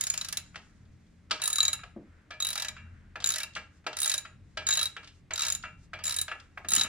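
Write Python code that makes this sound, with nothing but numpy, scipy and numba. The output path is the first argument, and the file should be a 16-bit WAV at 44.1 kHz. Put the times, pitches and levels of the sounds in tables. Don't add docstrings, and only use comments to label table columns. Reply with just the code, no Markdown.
import sys
import numpy as np
from scipy import signal
from scipy.fft import rfft, irfft, next_fast_len
from scipy.io import wavfile
from scipy.ndimage import uniform_filter1d
from numba import njit

SR = 44100
rng = np.random.default_rng(int(sys.argv[2]) if len(sys.argv) > 2 else 0)


def dump(signal):
    limited = np.clip(np.atleast_2d(signal).T, -1, 1)
    pcm = np.round(limited * 32767).astype(np.int16)
    wavfile.write(sys.argv[1], SR, pcm)


def rack_gain(trim_db):
    fader = np.asarray(trim_db, float)
    return 10 ** (fader / 20)


N = 303408

# mode_hz, level_db, t60_s
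CASTING = [(619, -11, .14), (740, -11, .07), (834, -12, .09), (965, -14, .17), (1250, -2, .08),
           (1343, -1, .09), (1629, -4, .13), (1714, -5, .12), (1950, -8, .14), (2229, -8, .1),
           (2346, -8, .15), (2516, -10, .1), (2734, -7, .16), (2972, -7, .08), (3288, -7, .09),
           (3590, -15, .09), (3718, -14, .09), (4080, -14, .09), (4555, -13, .07), (4657, -12, .05),
           (4813, -15, .08), (5478, -16, .06)]
# start_s, shaft_t60_factor, high_ring_pitch_factor, lower_over_upper_head_db, casting_over_snap_db (relative)
SWINGS = [(0, 0.65, 1.005, -4.5, -15.5), (1.4, 0.97, .999, 7, -9), (2.39, 0.83, 1.001, -8, -6),
          (3.23, .51, 1.003, -8, -8.5), (3.95, .6, 1.001, 7.5, -11.5), (4.65, 1.1, .999, -0.2, -7.5),
          (5.32, 0.69, 1.008, -4.5, -12.5), (6.02, 1.1, 1.015, 2.5, -10.5), (6.67, 1.01, 1.001, 6, -11)]


def curve(table, column):
    rows = np.array(table)
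    return np.interp(np.arange(N) / SR, rows[:, 0], rows[:, column])


def colour(x, points, lag_s=0.):
    size = next_fast_len(x.shape[-1] + 4096)
    hz = np.arange(size // 2 + 1) * SR / size
    point_hz, point_db = np.array(points).T[:2]
    gain = rack_gain(np.interp(np.log(hz + 1), np.log(point_hz), point_db))
    delay = np.exp(-2j * np.pi * hz * lag_s)
    return irfft(rfft(x, size) * gain * delay, size)[..., :x.shape[-1]]


def peaks(table, hz):
    power = sum(rack_gain(2 * db) / (1 + (2 * (hz - f) / w) ** 2) for f, w, db in table)
    return np.transpose([hz, 10 * np.log10(power)])


def noise(points, alike, envelope=1.0):
    mid, side = rng.standard_normal((2, N))
    alike = np.clip(alike, 0, 1)
    (first_hz, first_db), (last_hz, last_db) = points[0], points[-1]
    points = np.r_[[(first_hz / 2, first_db - 30)], points, [(last_hz * 2, last_db - 30)]]
    white = np.sqrt(1 + alike) * mid + np.sqrt(1 - alike) * side * np.array([[1], [-1]])
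    return colour(white * envelope, points) / np.std(colour(white[0], points))


def walk(rate_per_s):
    hold = int(SR / rate_per_s)
    steps = np.repeat(rng.standard_normal(N // hold + 1), hold)
    return 1.34 * uniform_filter1d(uniform_filter1d(steps, hold), hold)[:N]


@njit
def add(out, start, stop, hz, t60, rise, left, right, flutter):
    for k in range(len(start)):
        turn = np.exp(2j * np.pi * hz[k] / SR - np.log(1000) / (t60[k] * SR))
        contact = np.exp(-1 / (rise * SR))
        ring, unrisen = 1 + 0j, 1.
        for i in range(start[k], min(start[k] + int(t60[k] * SR), out.shape[1])):
            ring = ring * turn * (contact if i > stop[k] else 1.)
            unrisen = unrisen * contact
            v = (1 - unrisen) * ring * flutter[(i + 7919 * k) % len(flutter)]
            out[0, i] += (v * left[k]).imag
            out[1, i] += (v * right[k]).imag


def strike(s, db, hz, t60, rise_s, spread_s, scatter_db, detune, rough, choke_s=np.inf):
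    late, loud, phase, port_phase, port_level, pitch, decay = rng.standard_normal((7, len(s), np.shape(hz)[-1]))
    start = ((s[:, None] + spread_s * np.abs(late)) * SR).astype(np.int64)
    stop = (choke_s + 0 * start) * SR
    size = rack_gain(db + scatter_db * loud) * np.exp(7j * phase)
    unlike = np.exp(1j * hz / 27000.0 * port_phase) * rack_gain(hz / 3200.0 * port_level)
    flutter = 1 + rough * (walk(250) + 1j * walk(250))
    mode_hz = hz * (1 + detune * pitch)
    mode_t60 = t60 * np.exp(0.085 * decay)
    out = np.zeros((2, N))
    add(out, start.ravel(), stop.ravel(), mode_hz.ravel(), mode_t60.ravel(), rise_s,
        (size * unlike).ravel(), (size / unlike).ravel(), flutter)
    return out


def bursts(s, db, t60, rise_s, points, alike):
    train = np.zeros(N)
    train[(s * SR).astype(int)] = rack_gain(db)
    swell = np.exp(-1 / (rise_s * SR))
    fall = signal.lfilter([1], [1, -np.exp(-np.log(1000) / (t60 * SR))], train)
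    envelope = signal.lfilter([1 - swell], [1, -swell], fall)
    return noise(points, alike, envelope * rack_gain(1.6 * walk(400)))


def motor():
    # centre_hz, width_hz, level_db
    bands = [(42, 16, -7), (86, 7, 2), (128.5, 7, -5), (174, 9, 0), (215, 20, -6)]
    # time_s, level_db
    load = [(0.0, -56), (0.15, -55), (1.66, -59), (1.78, -56.5), (2.66, -59.5), (2.74, -53), (4.33, -60.5),
            (4.35, -56), (5.19, -62), (5.21, -57.5), (6.86, -57), (6.88, -58)]
    waver_db, waver_per_s = 2.5, 6.0
    overtone_db, overtone_early_db, overtone_fades_s = -9, 4, 1.49
    low = noise(np.r_[peaks(bands[:3], np.arange(15., 200., 2)), [(400, -70)]], 0.97)
    high_points = np.r_[[(60, -60)], peaks(bands[3:], np.arange(120., 300., 2)), [(600, -60)]]
    high = noise(high_points, 0.85)
    early = np.clip((overtone_fades_s - np.arange(N) / SR) / 0.25, 0, 1)
    load_db = curve(load, 1) + waver_db * walk(waver_per_s)
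    return rack_gain(load_db) * (low + high * rack_gain(overtone_db + overtone_early_db * early))


def room_air():
    # point_hz, relative_db_per_hz
    air_points = [(150, -48.5), (250, -5), (303, -1.5), (336, -8), (890, -20), (1980, -17), (3010, -25.5),
                  (8400, -35.5), (16000, -56.5)]
    return noise(air_points, 0.64) * rack_gain(-68.5)


def rustle():
    # loudest_at_s, length_s, dull_db, bright_over_dull_db
    rubs = [(.1, 1, -61, 0), (0.646, 0.61, -73.5, -1.5), (1.096, 0.58, -86.5, 7), (2.138, 0.5, -69, -15.5),
            (2.848, 0.92, -65.5, -16), (3.669, 0.22, -74, -21), (3.769, 0.14, -77, 3.5),
            (4.313, 0.19, -75, -7.5), (4.526, 0.3, -82.5, 4), (5.05, 0.2, -74, -1.5),
            (5.169, 0.12, -89, 17), (5.715, 0.13, -72, -11.5), (5.829, 0.14, -82, 10.5),
            (6.419, 0.16, -64, -8), (6.566, 0.21, -74, -4), (6.84, 0.51, -67, 2)]
    fade_db = 20.0
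    t = np.arange(N) / SR
    low = noise([(400, -15.5), (900, -16.5), (1500, -4.5), (2500, -15.5), (4000, -29.0)], 0.53)
    high = noise([(2000, -23), (3500, -2), (7000, 1), (10000, -8.5), (15000, -35.5)], 0.35)
    dull, bright = np.zeros((2, N))
    for at_s, length_s, level_db, bright_db in rubs:
        rub = rack_gain(level_db - fade_db * (2 * (t - at_s) / length_s) ** 2)
        dull += rub
        bright += rub * rack_gain(bright_db)
    return low * dull * rack_gain(1.4 * walk(40)) + high * bright * rack_gain(1.5 * walk(48))


def tooth_snap(s, snap_db):
    # point_hz, relative_db_per_hz
    snap_points = [(500, -30), (1200, -8.5), (3000, -5), (5500, 1), (8000, -5), (11000, -10), (15000, -20)]
    scrape = bursts(s - .0035, snap_db - 5.5, 0.014, 0.0083, snap_points, 0.67)
    snap = bursts(s, snap_db + 0.72, 0.034, 0.00091, snap_points, 0.45)
    rattle = bursts(s, snap_db - 11.5, 0.11, 0.0031, snap_points, 0.84)
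    return scrape + snap + rattle


def shaft_ring(s, low_db, high_db, t60_factor, pitch_factor):
    # mode_hz, level_db, t60_s
    modes = [(3868, 0, .075), (4040, -5, .03), (6960, -10, .05), (7060, 0, .02)]
    neighbour_scatter_db = 2
    free_ring_s = .05
    hz, db, t60 = np.transpose(modes)
    drive_db = np.transpose([low_db, low_db, high_db + 15.5, high_db + 3.5]) + db + 5
    drive_db = drive_db + neighbour_scatter_db * rng.standard_normal(drive_db.shape) * [0, 1, 0, 1]
    click_hz = hz * pitch_factor[:, None] ** np.array([0, 0, 1, 1])
    choke_s = np.minimum(np.r_[s[1:], np.inf], s + free_ring_s)[:, None]
    return strike(s, drive_db, click_hz, np.outer(t60_factor, t60), rise_s=0.00013, spread_s=0.00041,
                  scatter_db=0.7, detune=.006, rough=0.35, choke_s=choke_s)


def head_ring(s, head_db, lean_db):
    # centre_hz, width_hz, level_db
    lower = [(9800, 490, -2), (9480, 620, 2.5)]
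    upper = [(10620, 230, 6), (10530, 400, -23.5), (13800, 350, -12), (14400, 350, -6)]
    grid = np.arange(7000., 16500., 50)
    low = bursts(s, head_db + lean_db / 2 + 5.0, 0.036, .0008, peaks(lower, grid), 0.36)
    high = bursts(s, head_db - lean_db / 2 + 5.5, 0.024, 0.0005, peaks(upper, grid), 0.52)
    tail = bursts(s, head_db - 9.0, 0.13, 0.0018, peaks([*lower, *upper], grid), 0.94)
    return low + high + tail


def click_in_casting(s, click_db):
    seat_scatter_db = 3.0
    hz, db, t60 = np.transpose(CASTING)
    db = db + 4 * np.minimum(np.log2(hz / 1700.0), 0)
    click_db = click_db + seat_scatter_db * rng.standard_normal(len(s))
    return strike(s, click_db[:, None] + db - 6, hz, 0.79 * t60, rise_s=0.00049, spread_s=.0015,
                  scatter_db=4.0, detune=0.0011, rough=0.75)


def pawl():
    # start_s, snap_db, low_ring_db, high_ring_db, head_ring_db
    clicks = [(0.0094, -27, -38, -30, -34.5), (0.0377, -31.5, -39, -34, -34),
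              (0.068, -29.5, -47, -36, -37.5), (0.1, -30, -57.5, -28.5, -34),
              (0.1385, -30.5, -49.5, -45.5, -40.5), (0.176, -29.5, -47.5, -35, -43.5),
              (0.2121, -30, -34, -42.5, -44.5), (0.2461, -32, -40, -56, -50),
              (0.2855, -32.5, -43, -60.5, -40), (0.3256, -30, -47, -56, -36), (0.3709, -28, -34, -36, -33),
              (1.4177, -31, -36, -43, -33), (1.4377, -34.5, -36, -37.5, -30.5),
              (1.4561, -35.5, -32.5, -42, -32), (1.4756, -29.5, -43, -41.5, -28.5),
              (1.5009, -35, -38.5, -37.5, -36.5), (1.5292, -34, -32.5, -37.5, -30),
              (1.557, -32.5, -30, -38, -32.5), (1.5831, -30.5, -28.5, -32, -35),
              (1.6046, -31, -18.5, -30, -35.5), (1.6292, -31.5, -26.5, -32, -34),
              (1.6515, -29, -27, -34, -40.5), (1.6806, -32, -27, -32.5, -37),
              (1.7303, -31.5, -28, -36, -32), (2.4021, -34, -33, -35.5, -43), (2.424, -40.5, -27, -36, -36),
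              (2.4478, -33, -31.5, -46.5, -33), (2.4684, -35.5, -31.5, -41, -34.5),
              (2.4878, -34, -36.5, -45.5, -34.5), (2.5036, -35.5, -33.5, -51.5, -34.5),
              (2.5291, -31.5, -44, -59, -41.5), (2.5551, -32, -39.5, -61, -39),
              (2.5768, -28.5, -33, -62.5, -43.5), (2.5983, -30.5, -32.5, -60, -44),
              (2.6216, -31, -37, -48, -41), (2.6466, -32.5, -43.5, -47, -51),
              (2.6835, -35, -38, -40.5, -45.5), (3.242, -29.5, -27.5, -33.5, -39),
              (3.26, -30.5, -34, -28, -38), (3.2724, -34.5, -46, -28, -35.5),
              (3.2898, -31.5, -38, -29, -38), (3.304, -29, -37, -33, -34), (3.3198, -35, -32.5, -41, -36),
              (3.3389, -28, -30, -37.5, -40.5), (3.3585, -30, -41.5, -41, -42.5),
              (3.3824, -31, -40.5, -45.5, -37), (3.402, -30.5, -38, -53, -47.5),
              (3.4321, -32.5, -34, -52.5, -40.5), (3.9677, -32.5, -41, -43.5, -41.5),
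              (3.9871, -33.5, -44, -45, -39), (4.0015, -41, -44, -40, -31),
              (4.0166, -31.5, -35.5, -44.5, -31), (4.0301, -35, -30.5, -43.5, -28),
              (4.0441, -32, -32.5, -48.5, -34.5), (4.0581, -26.5, -38.5, -39, -30),
              (4.0768, -33, -32.5, -33, -37.5), (4.0961, -28, -34, -32, -33),
              (4.1161, -25.5, -27, -40.5, -33), (4.139, -26.5, -29, -37.5, -33),
              (4.1789, -33.5, -30, -32, -35.5), (4.6676, -29, -34, -33.5, -45),
              (4.6878, -26, -31.5, -30, -35.5), (4.7068, -29, -29.5, -28, -41.5),
              (4.7256, -31, -25.5, -29, -48.5), (4.7372, -37, -30, -34.5, -34),
              (4.7534, -31, -35, -44, -39), (4.7717, -32, -24.5, -31.5, -34),
              (4.7913, -29, -25, -42.5, -35.5), (4.812, -30, -30, -51, -35.5),
              (4.8288, -28, -28, -47, -29.5), (4.8557, -33, -30, -54, -37),
              (5.3358, -35, -39.5, -35.5, -54.5), (5.3576, -32, -38, -54, -46),
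              (5.3773, -31, -34, -50, -47.5), (5.3929, -31, -30.5, -42.5, -47.5),
              (5.4066, -28.5, -34.5, -45.5, -44), (5.4197, -29.5, -32.5, -30.5, -44),
              (5.433, -27.5, -34, -37.5, -46.5), (5.4488, -27.5, -42, -45.5, -43),
              (5.4659, -33, -35.5, -35, -40), (5.483, -28.5, -35.5, -33.5, -39),
              (5.5009, -32, -42.5, -33.5, -36.5), (5.5224, -33, -39, -35, -32),
              (5.5496, -35.5, -42.5, -33, -39.5), (6.0385, -31, -49.5, -39, -36.5),
              (6.0542, -33.5, -44, -36, -40), (6.0665, -39.5, -39.5, -38.5, -38.5),
              (6.0783, -33, -38.5, -36.5, -39.5), (6.0935, -33, -40, -49, -36.5),
              (6.1078, -31, -37.5, -43, -38.5), (6.1224, -37, -43, -47.5, -36),
              (6.1413, -33, -48, -53, -40.5), (6.1633, -36, -40, -39.5, -32.5),
              (6.1866, -33.5, -30.5, -41.5, -30), (6.213, -34, -34.5, -39, -28.5),
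              (6.686, -32.5, -34, -35.5, -32.5), (6.7053, -36.5, -37, -42, -34),
              (6.7177, -28, -33, -38, -31), (6.7349, -25, -40, -28.5, -32.5),
              (6.7497, -30.5, -35, -36, -27), (6.7622, -26.5, -37, -27.5, -31.5),
              (6.7807, -27.5, -32, -38.5, -36), (6.7949, -30, -28.5, -37.5, -37),
              (6.8108, -23.5, -27.5, -36, -40), (6.8341, -38.5, -33.5, -35, -38)]
    s, snap_db, low_db, high_db, head_db = np.transpose(clicks)
    swings = np.array(SWINGS)
    _, t60_factor, pitch_factor, lean_db, cast_db = swings[np.searchsorted(swings[1:, 0], s)].T
    shaft = shaft_ring(s, low_db, high_db, t60_factor, pitch_factor)
    head = head_ring(s, head_db, lean_db)
    return tooth_snap(s, snap_db) + shaft + head + click_in_casting(s, snap_db + cast_db)


def room(x):
    # centre_hz, t60_s, level_db
    bands = [(516, 0.24, 1.5), (1780, 0.33, -7.5), (5000, 0.31, -15.5), (11000, 0.098, -17)]
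    t = np.arange(int(.6 * SR)) / SR
    echo = 0
    for hz, t60, db in bands:
        both, apart = rng.standard_normal((2, len(t)))
        pair = both + min(hz / 4000., 1) * apart * np.array([[1], [-1]])
        band = colour(pair, [(hz / 8, -60), (hz / 4, -30), (hz / 1.7, 0),
                             (hz * 1.565, 0), (hz * 3, -30), (hz * 6, -60)])
        fade = rack_gain(db - 60 * t / t60) * np.sqrt(14 / (t60 * SR))
        echo = echo + fade * band * np.clip(t / 0.016, 0, 1)
    return signal.fftconvolve(x.mean(axis=0)[None], echo, axes=1)[:, :N]


def knocks():
    # start_s, low_db, high_db, t60_factor
    blows = [(0.544, -37, -61, 0.45), (0.557, -29, -39.5, 0.57), (0.852, -75, -70, 1.01),
             (1.065, -76, -70, 0.66), (1.298, -50.5, -59.5, 0.6), (1.309, -18, -21.5, 1.17),
             (1.397, -34, -48, 1.3), (1.791, -40.5, -62.5, 2.3), (1.834, -29, -46.5, 0.33),
             (2.306, -31, -44.5, 1.8), (2.337, -51, -59, 1.8), (2.765, -35.5, -55.5, 1.77),
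             (3.156, -25, -46.5, 0.86), (3.202, -38, -40.5, 0.9), (3.221, -36, -42, 0.8),
             (3.535, -77, -54, 0.95), (3.551, -49, -35.5, 0.36), (3.558, -28, -66, 0.69),
             (3.564, -22.5, -43.5, 0.94), (3.842, -49, -65.5, 0.33), (3.865, -17.5, -32.5, 0.77),
             (3.929, -35, -41, 1.1), (4.251, -33, -49.5, 1.1), (4.571, -23.5, -33.5, 1.6),
             (4.623, -37, -56.5, 1.3), (4.965, -25.5, -46, 0.99), (5.03, -39.5, -54.5, 0.75),
             (5.043, -61.5, -50, 1.01), (5.073, -46, -47, 0.62), (5.307, -26, -39.5, 1.5),
             (5.626, -65, -45, 0.56), (5.637, -27, -56.5, 1.36), (5.651, -33, -55, 1.7),
             (5.933, -26.5, -44.5, 1.33), (5.988, -36, -52.5, 2.9), (6.28, -26, -42, 1.47),
             (6.314, -20.5, -48, 0.86), (6.398, -55, -51.5, 0.88), (6.574, -25.5, -52, 0.3),
             (6.646, -31.5, -54.5, 0.81), (6.844, -25.5, -61, 2)]
    let_go_s = .13
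    deep_hz, let_go_deep_db, take_up_deep_db = 1100.0, 0.5, -6
    favoured_hz, favoured_db = 2600.0, 4.5
    s, low_db, high_db, t60_factor = np.transpose(blows)
    hz, db, t60 = np.transpose(CASTING)
    share = np.clip(np.log(hz / 2700.) / np.log(1.6), 0, 1)
    wait_s = np.array(SWINGS)[:, 0] - s[:, None]
    lets_go = ((wait_s > 0) & (wait_s < let_go_s)).any(axis=1)
    deep_db = np.where(lets_go, let_go_deep_db, take_up_deep_db)
    level_db = (low_db[:, None] - 17.0) * (1 - share) + (high_db[:, None] + 3.5) * share
    level_db = level_db + db + np.outer(deep_db, hz < deep_hz)
    level_db = level_db + favoured_db * np.exp(-(np.log2(hz / favoured_hz) / 0.24) ** 2)
    block = strike(s, level_db, hz, np.outer(t60_factor, t60), rise_s=0.0029, spread_s=.0015,
                   scatter_db=2.5, detune=.0015, rough=0.32)
    body_points = [(800, -21.5), (1300, 2.5), (2400, -6), (3500, -18.5), (6000, -58.0)]
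    body = bursts(s, low_db - 10, 0.055, 0.0008, body_points, 0.98)
    deep = bursts(s, low_db + deep_db - 18, 0.09, 0.002, [(300, -12.5), (700, 1), (1100, -5)], .9)
    bright_points = [(1500, -18.5), (3000, -1), (5500, -7.0), (8500, -14.5), (10500, -28.5), (16000, -53)]
    crack = bursts(s, high_db + 3.0, 0.033, 0.0018, bright_points, 0.56)
    wash = bursts(s, high_db - 12.5, 0.21, 0.0037, bright_points, 1.0)
    return block + body + deep + crack + wash


def thuds():
    # start_s, level_db, tilt_db_per_octave
    bumps = [(1.31, -43.5, 3), (1.962, -28.5, 0.5), (3.29, -47.5, -2.5), (3.58, -50, -11), (3.866, -50, 1),
             (4.573, -44.5, 4.5), (6.649, -46.5, -10), (6.72, -42, -11), (6.774, -38, -10.5),
             (6.842, -41, -5)]
    # mode_hz, level_db, t60_s
    modes = [(201.2, -1.5, 0.23), (292.7, -6, .12), (366, -0.5, .07), (623, -6.5, 0.064)]
    s, level_db, tilt_db = np.transpose(bumps)
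    hz, db, t60 = np.transpose(modes)
    rumble_points = [(100, -30.0), (200, -1.0), (500, -9.0), (900, -15), (2000, -29.0)]
    rumble = bursts(s, level_db - 16, .08, 0.0014, rumble_points, 1.0)
    mode_db = level_db[:, None] + db + np.outer(tilt_db, np.log2(hz / hz[1]))
    ring = strike(s, mode_db - 10.5, hz, t60, rise_s=0.00078, spread_s=0.0015, scatter_db=0.0,
                  detune=0.021, rough=0.54)
    return rumble + ring


def two_ports(near):
    # point_hz, level_db
    left_points = [(100, 1.5), (2400, 0.88), (7000, 1), (9000, -5), (12000, -10), (15000, -13.5)]
    left_lag_s = 55e-6
    return np.array([colour(near[0], left_points, left_lag_s), near[1]])


def scene():
    work = pawl() + knocks() + thuds()
    near = two_ports(work + rustle() + motor())
    return near + room(work) + room_air()


def roll_off(x):
    return signal.sosfilt(signal.butter(12, 16660, fs=SR, output="sos"), x)


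def record(dry):
    return roll_off(dry)


dry = scene()
out = record(dry)
dump(out)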